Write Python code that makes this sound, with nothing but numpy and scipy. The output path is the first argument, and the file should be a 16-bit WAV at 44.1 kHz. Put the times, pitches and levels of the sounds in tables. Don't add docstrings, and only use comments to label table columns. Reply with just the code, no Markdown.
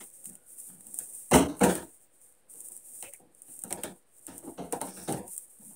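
import sys
import numpy as np
from scipy import signal
from scipy.fft import rfft, irfft, next_fast_len
from scipy.io import wavfile
from scipy.ndimage import uniform_filter1d

SR = 44100
rng = np.random.default_rng(int(sys.argv[2]) if len(sys.argv) > 2 else 0)


def file_out(sig):
    cols = np.atleast_2d(sig).T
    lim = np.clip(cols, -1, 1)
    pcm = np.round(lim * 32767).astype(np.int16)
    wavfile.write(sys.argv[1], SR, pcm)


N = 253605

# [dB per Hz, relative]
VINYL_SPECTRUM = [(900, -39), (2000, -28), (4500, -31), (6200, -16.5), (7500, -6.5), (8900, 4), (10500, -6),
                  (12000, -11.5), (16000, -7.5)]


def undb(db):
    return 10 ** (np.asarray(db) / 20)


def unit(x):
    return x / np.sqrt(np.mean(x ** 2))


def colour(x, points):
    hz, db = np.transpose(points)
    size = next_fast_len(len(x))
    f = np.maximum(np.arange(size // 2 + 1) * SR / size, 1)
    gain = undb(np.interp(np.log(f), np.log(hz), db))
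    return irfft(rfft(x, size) * gain, size)[:len(x)]


def walk(rate_hz):
    hold = int(SR / rate_hz)
    steps = np.repeat(rng.standard_normal(N // hold + 1), hold)
    return 1.3 * uniform_filter1d(uniform_filter1d(steps, hold), hold)[:N]


def grains(rate_hz, spread_db):
    hit = rng.random(N) < rate_hz / SR
    size_db = spread_db * np.minimum(rng.exponential(size=N), 5)
    return unit(hit * rng.standard_normal(N) * undb(size_db))


def swell(starts_s, levels_db, rises_s, t60s_s):
    power = np.zeros(N)
    for start_s, db, rise_s, t60_s in zip(*np.broadcast_arrays(starts_s, levels_db, rises_s, t60s_s)):
        i = int(start_s * SR)
        t = np.arange(min(N - i, SR)) / SR
        rise_s = max(rise_s, 1e-4)
        decay = undb(db - 60 * np.maximum(t - rise_s, 0) / max(t60_s, 1e-3))
        power[i:i + len(t)] += (decay * np.minimum(t / rise_s, 1)) ** 2
    return np.sqrt(power)


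def ring(x, hz, t60_s):
    r = np.exp(-np.log(1000) / (t60_s * SR))
    poles = [1, -2 * r * np.cos(2 * np.pi * hz / SR), r * r]
    return signal.lfilter([1, 0, -1], poles, x) * np.sqrt(1 - r)


def answer(push, hz, db, t60_s, centre_hz, slope_db_per_octave):
    scatter_db = 2.5 * rng.standard_normal(len(hz))
    gain = undb(db + scatter_db - slope_db_per_octave * abs(np.log2(hz / centre_hz)))
    gain *= (-1) ** np.arange(len(hz)) / np.sqrt(np.sum(gain ** 2))
    return sum(g * ring(push, f, d) for f, g, d in zip(hz, gain, t60_s))


def body(push, centre_hz):
    # frequency_hz, relative_db, t60_s
    case_modes = [(77, -7.5, 0.16), (136.6, -2.5, 0.069), (182, 1, 0.093), (228, 2, 0.036),
                  (269.3, 3.5, 0.045), (348.4, 1, 0.073), (414, -2, 0.046), (501, 0.5, 0.059),
                  (622.4, -2, 0.047), (696.2, -2.5, 0.049), (809, -0.5, 0.028), (933, -3.5, 0.065),
                  (1018, -9, 0.031)]
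    return answer(push, *np.transpose(case_modes), centre_hz, 3.1)


def rattle(push, centre_hz):
    # frequency_hz, nominal_width_hz, relative_db
    hard_parts = [(1213, 160, -10), (1665, 320, -4.5), (2080, 560, -4), (2248, 210, -7), (2770, 250, -11.5),
                  (3190, 500, -7.5), (3755, 520, -5.5), (4326, 680, -5.5), (5506, 1000, -6.5),
                  (6500, 420, -6)]
    hz, width_hz, db = np.transpose(hard_parts)
    return answer(push, hz, db, 1.47 / (0.87 * width_hz), centre_hz, 5.5)


def room_air():
    # [dB per Hz, relative]
    air_spectrum = [(18, -27.5), (30, -9.5), (300, -11.5), (520, -7), (900, -17), (1700, -17), (5000, -27),
                    (15000, -37.5)]
    air_db = -73
    return undb(air_db) * unit(colour(rng.standard_normal(N), air_spectrum))


def room(x, wet_db, low_t60_s=0.17, high_t60_s=0.15):
    t = np.arange(SR // 2) / SR
    low = signal.lfilter([.2], [1, -.8], rng.standard_normal(len(t))) * undb(-60 * t / low_t60_s)
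    high = .4 * rng.standard_normal(len(t)) * undb(-60 * t / high_t60_s)
    tail = (low + high) * (t > .006)
    return x + undb(wet_db) * signal.fftconvolve(x, tail / np.sqrt(np.sum(tail ** 2)))[:N]


def shuffle(hands_db):
    drive_db, follow_db_per_db, smoothing_s = -71.5, 0.35, 0.13
    smooth_hands_db = uniform_filter1d(hands_db, int(smoothing_s * SR))
    db = drive_db + follow_db_per_db * (smooth_hands_db + 51)
    return undb(db + 3.0 * walk(8.3)) * body(rng.standard_normal(N), 350)


def narrow_bands():
    # start_s, level_db, pitch_hz, pole_width_hz (each of two smoothing poles), duration_s
    bands = [(.02, -69.5, 520, 47, .45), (.22, -75.5, 1470, 100, 0.35), (.26, -50.5, 212, 75, 0.1),
             (.67, -56, 215.5, 100, 0.15), (.82, -60.5, 250.6, 120, 0.15), (1.36, -50, 72.8, 13, .2),
             (1.44, -40, 286, 50, 0.11), (1.69, -53, 1700, 130, .16), (3.025, -50.5, 2550, 820, .07),
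             (3.03, -56, 549, 58, .09), (3.03, -63, 95, 44, .07), (3.125, -57, 2170, 520, .037),
             (3.64, -48, 202, 58, 0.078), (4.44, -41.5, 334, 65, 0.091), (4.84, -54.5, 5620, 1200, 0.35),
             (5.59, -53.5, 213.8, 65, 0.13)]
    out = np.zeros(N + SR)
    swing = np.resize(rng.standard_normal(N) + 1j * rng.standard_normal(N), N + SR)
    for k, (start_s, db, pitch_hz, width_hz, duration_s) in enumerate(bands):
        i, size = int(start_s * SR), int(duration_s * SR)
        r = np.exp(-np.pi * width_hz / SR)
        slow = np.roll(swing, k * size)[i:i + size]
        slow = signal.lfilter([np.sqrt(1 - r * r)], [1, -r], slow)
        slow = signal.lfilter([1 - r], [1, -r], slow)
        tone = np.exp(2j * np.pi * pitch_hz * np.arange(size) / SR)
        out[i:i + size] += undb(db) * np.hanning(size) ** 0.22 * (slow * tone).real
    return out[:N]


def thumps():
    # start_s, push_db, body_centre_hz, rattle_db (against push), length_s
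    thump_events = [(0.0, -46.5, 365, 2.5, 0.054), (0.279, -58.5, 227, -8, 0.19),
                    (0.68, -59.5, 230, -4, 0.19), (0.852, -65.5, 175, -8, 0.24),
                    (0.992, -55.5, 160, 1, 0.072), (1.309, -12.5, 470, -14.5, 0.055),
                    (1.329, -12.5, 273, -7, 0.14), (1.479, -36.5, 436, -10.5, 0.13),
                    (1.604, -15.5, 265, -16, 0.084), (1.628, -19, 370, -6.5, 0.1),
                    (1.685, -29.5, 278, -4.5, 0.15), (1.749, -42, 275, -4, 0.15),
                    (2.525, -63, 297, -10.5, 0.15), (2.692, -60, 528, -18, 0.12),
                    (3.03, -49.5, 536, 2, 0.05), (3.187, -53.5, 273, -26, 0.15),
                    (3.473, -56.5, 181, -9.5, 0.17), (3.632, -41.5, 225, -13, 0.11),
                    (3.701, -35, 540, -9.5, 0.09), (3.769, -43, 226, -8.5, 0.2),
                    (3.831, -34.5, 242, -4.5, 0.092), (4.271, -41.5, 203, -5.5, 0.16),
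                    (4.421, -46.5, 353, -35, 0.18), (4.464, -39.5, 362, -26, 0.054),
                    (4.574, -32, 296, -17, 0.14), (4.719, -27.5, 816, -10.5, 0.075),
                    (4.804, -31.5, 805, -15, 0.078), (4.868, -44, 510, -6.5, 0.16),
                    (4.962, -46.5, 119, -5, 0.19), (5.073, -26, 167, -11, 0.11),
                    (5.123, -29.5, 282, -14, 0.055), (5.165, -36, 337, -15.5, 0.12),
                    (5.606, -57.5, 180, -16.5, 0.072), (5.697, -56.5, 239, -24, 0.12)]
    # [dB per Hz, relative]
    scuff_spectrum = [(2500, -7.5), (4500, -16), (6500, 0.5), (9000, 12), (12000, -5.5), (16000, 2)]
    rise_s, sink_db, end_t60_s = 0.01, 20, 0.036
    rattle_centre_hz, rattle_extra_fade = 1720, 0.29
    scuff_db, scuff_db_per_rattle_db, scuff_extra_fade = 1.5, 1.625, 0.59
    out, size = np.zeros(N + SR), SR // 2
    t = np.arange(size) / SR
    blows = np.resize(unit(rng.standard_normal(N) + .4 * grains(300, 2.0)), N + SR)
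    scuff = colour(rng.standard_normal(N) * undb(1.7 * walk(60)), scuff_spectrum)
    scuff = np.resize(unit(scuff), N + SR)
    for start_s, db, body_hz, rattle_db, length_s in thump_events:
        i = int(start_s * SR)
        fade_db = -sink_db * np.maximum(t - rise_s, 0) / length_s
        fade_db -= 60 * np.maximum(t - length_s, 0) / end_t60_s
        push = np.minimum(t / rise_s, 1) * undb(db + fade_db)
        hit = push * blows[i:i + size]
        scrape_db = scuff_db + scuff_db_per_rattle_db * rattle_db + scuff_extra_fade * fade_db
        scrape = undb(scrape_db) * push * scuff[i:i + size]
        thud = body(hit, body_hz)
        knocks = undb(rattle_db) * rattle(hit * undb(rattle_extra_fade * fade_db), rattle_centre_hz)
        out[i:i + size] += thud + knocks + scrape
    return out[:N]


def snaps():
    # start_s, crack_db, knock_db (against crack)
    snap_events = [(0.0403, -32.5, -24), (0.2433, -33, -28), (0.2563, -25, -26.5), (0.2976, -34.5, -36),
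                   (0.3536, -35, -20), (0.8081, -39, -18), (0.8684, -33.5, -30.5), (0.9428, -23.5, -36),
                   (0.9882, -15, -32), (1.3124, -20.5, -33), (1.5683, -40, -36.5), (1.5943, -29.5, -18),
                   (1.7534, -22, -15), (2.4987, -42, -36.5), (2.5381, -36, -42), (2.605, -28, -42),
                   (2.6135, -33, -42), (2.6858, -30, -43), (2.7197, -30, -37), (2.7656, -32, -45),
                   (2.7765, -38, -39), (3.026, -26, -11), (3.1363, -29.5, -20), (3.3488, -44.5, -37.5),
                   (3.4196, -34.5, -41.5), (3.5418, -39.5, -45.5), (3.5912, -29, -34.5),
                   (3.6196, -33.5, -22), (3.6376, -21.5, -48), (3.707, -28, -8.5), (3.7264, -18, -9.5),
                   (3.8352, -18, -14), (4.2672, -27.5, -23), (4.3799, -26.5, -48), (4.7247, -18, -17),
                   (4.8145, -20.5, -13.5), (5.1243, -23, -12), (5.2799, -34.5, -23), (5.3652, -31.5, -40),
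                   (5.3787, -21, -48)]
    # [dB per Hz, relative]
    crack_spectrum = [(2500, -32), (5000, -29), (7000, -6.5), (9000, 9.5), (11000, -3.5), (13000, -9),
                      (16500, -2.5)]
    tail_db = -16.5
    start_s, db, knock_db = np.transpose(snap_events)
    edge = np.sign(rng.standard_normal(N))
    crack = colour(swell(start_s, db, 0.00029, 0.0068) * edge, crack_spectrum)
    crack /= np.std(colour(edge, crack_spectrum))
    tail_noise = unit(colour(rng.standard_normal(N), VINYL_SPECTRUM))
    tail = swell(start_s, db + tail_db, 0.0013, .07) * tail_noise
    knock = swell(start_s, db + knock_db, 0.00036, 0.0073) * np.sign(rng.standard_normal(N))
    return crack + tail + undb(4.5) * rattle(knock, 2400) + body(knock, 800)


def sheen(x):
    return signal.sosfilt(signal.butter(4, 10500, "high", fs=SR, output="sos"), x)


def rustle(hands_db):
    # time_s, level_db
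    sheen_levels = [(0, -9), (.3, -7), (.6, -20), (.9, -6), (1.4, -15), (1.75, -10), (2.05, -3), (2.6, -12),
                    (3.1, -5), (3.5, -14), (3.9, -8), (4.4, -9), (4.7, -15), (4.999, -6), (5.3, -14.5),
                    (5.75, -12.5)]
    slide = rng.standard_normal(N) * undb(2.8 * walk(45)) + 0.61 * grains(980, 2.4)
    slide = colour(slide, VINYL_SPECTRUM)
    top = sheen(slide)
    level = undb(hands_db + 1.3 * walk(33))
    top_db = np.interp(np.arange(N) / SR, *np.transpose(sheen_levels)) + 2.1 * walk(20)
    return level * (unit(slide - top) + undb(top_db) * unit(top))


def scene():
    # time_s, rustle_db
    hand_levels = [(0.0, -45.5), (0.22, -53), (0.27, -44.5), (0.42, -64.5), (0.6, -43.5), (0.79, -55.5),
                   (1.0, -41), (1.29, -49.5), (1.52, -60.5), (1.65, -43), (1.78, -41), (1.93, -55),
                   (2.03, -55.5), (2.1, -70), (2.25, -54.5), (2.46, -73.5), (2.51, -48.5), (2.62, -46.5),
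                   (2.82, -53), (2.95, -44), (3.14, -46.5), (3.26, -73.5), (3.36, -63), (3.499, -51.5),
                   (3.73, -51), (3.92, -54.5), (4.05, -76), (4.18, -55.5), (4.38, -49), (4.69, -59.5),
                   (4.79, -48.5), (5.11, -43), (5.241, -57.5), (5.322, -39.5), (5.39, -49.5), (5.53, -59.5),
                   (5.671, -47.5), (5.75, -52)]
    hands_db = np.interp(np.arange(N) / SR, *np.transpose(hand_levels))
    close = rustle(hands_db) + snaps() + thumps() + narrow_bands()
    return (room(close, -19.0) + shuffle(hands_db) + room_air())[None]


def record(dry):
    port_hz, port_width_hz, port_db = 8360, 530, 2
    step_hz, step_db = 15750, -24
    cutoff_hz, offset = 16950, -.0005
    b, a = signal.iirpeak(port_hz, port_hz / port_width_hz, fs=SR)
    x = dry + (undb(port_db) - 1) * signal.lfilter(b, a, dry)
    x = colour(x[0], [(step_hz - 50, 0), (step_hz + 50, step_db)])[None]
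    cutoff = signal.ellip(10, .2, 70, cutoff_hz, fs=SR, output="sos")
    return signal.sosfilt(cutoff, x) + offset


dry = scene()
out = record(dry)
file_out(out)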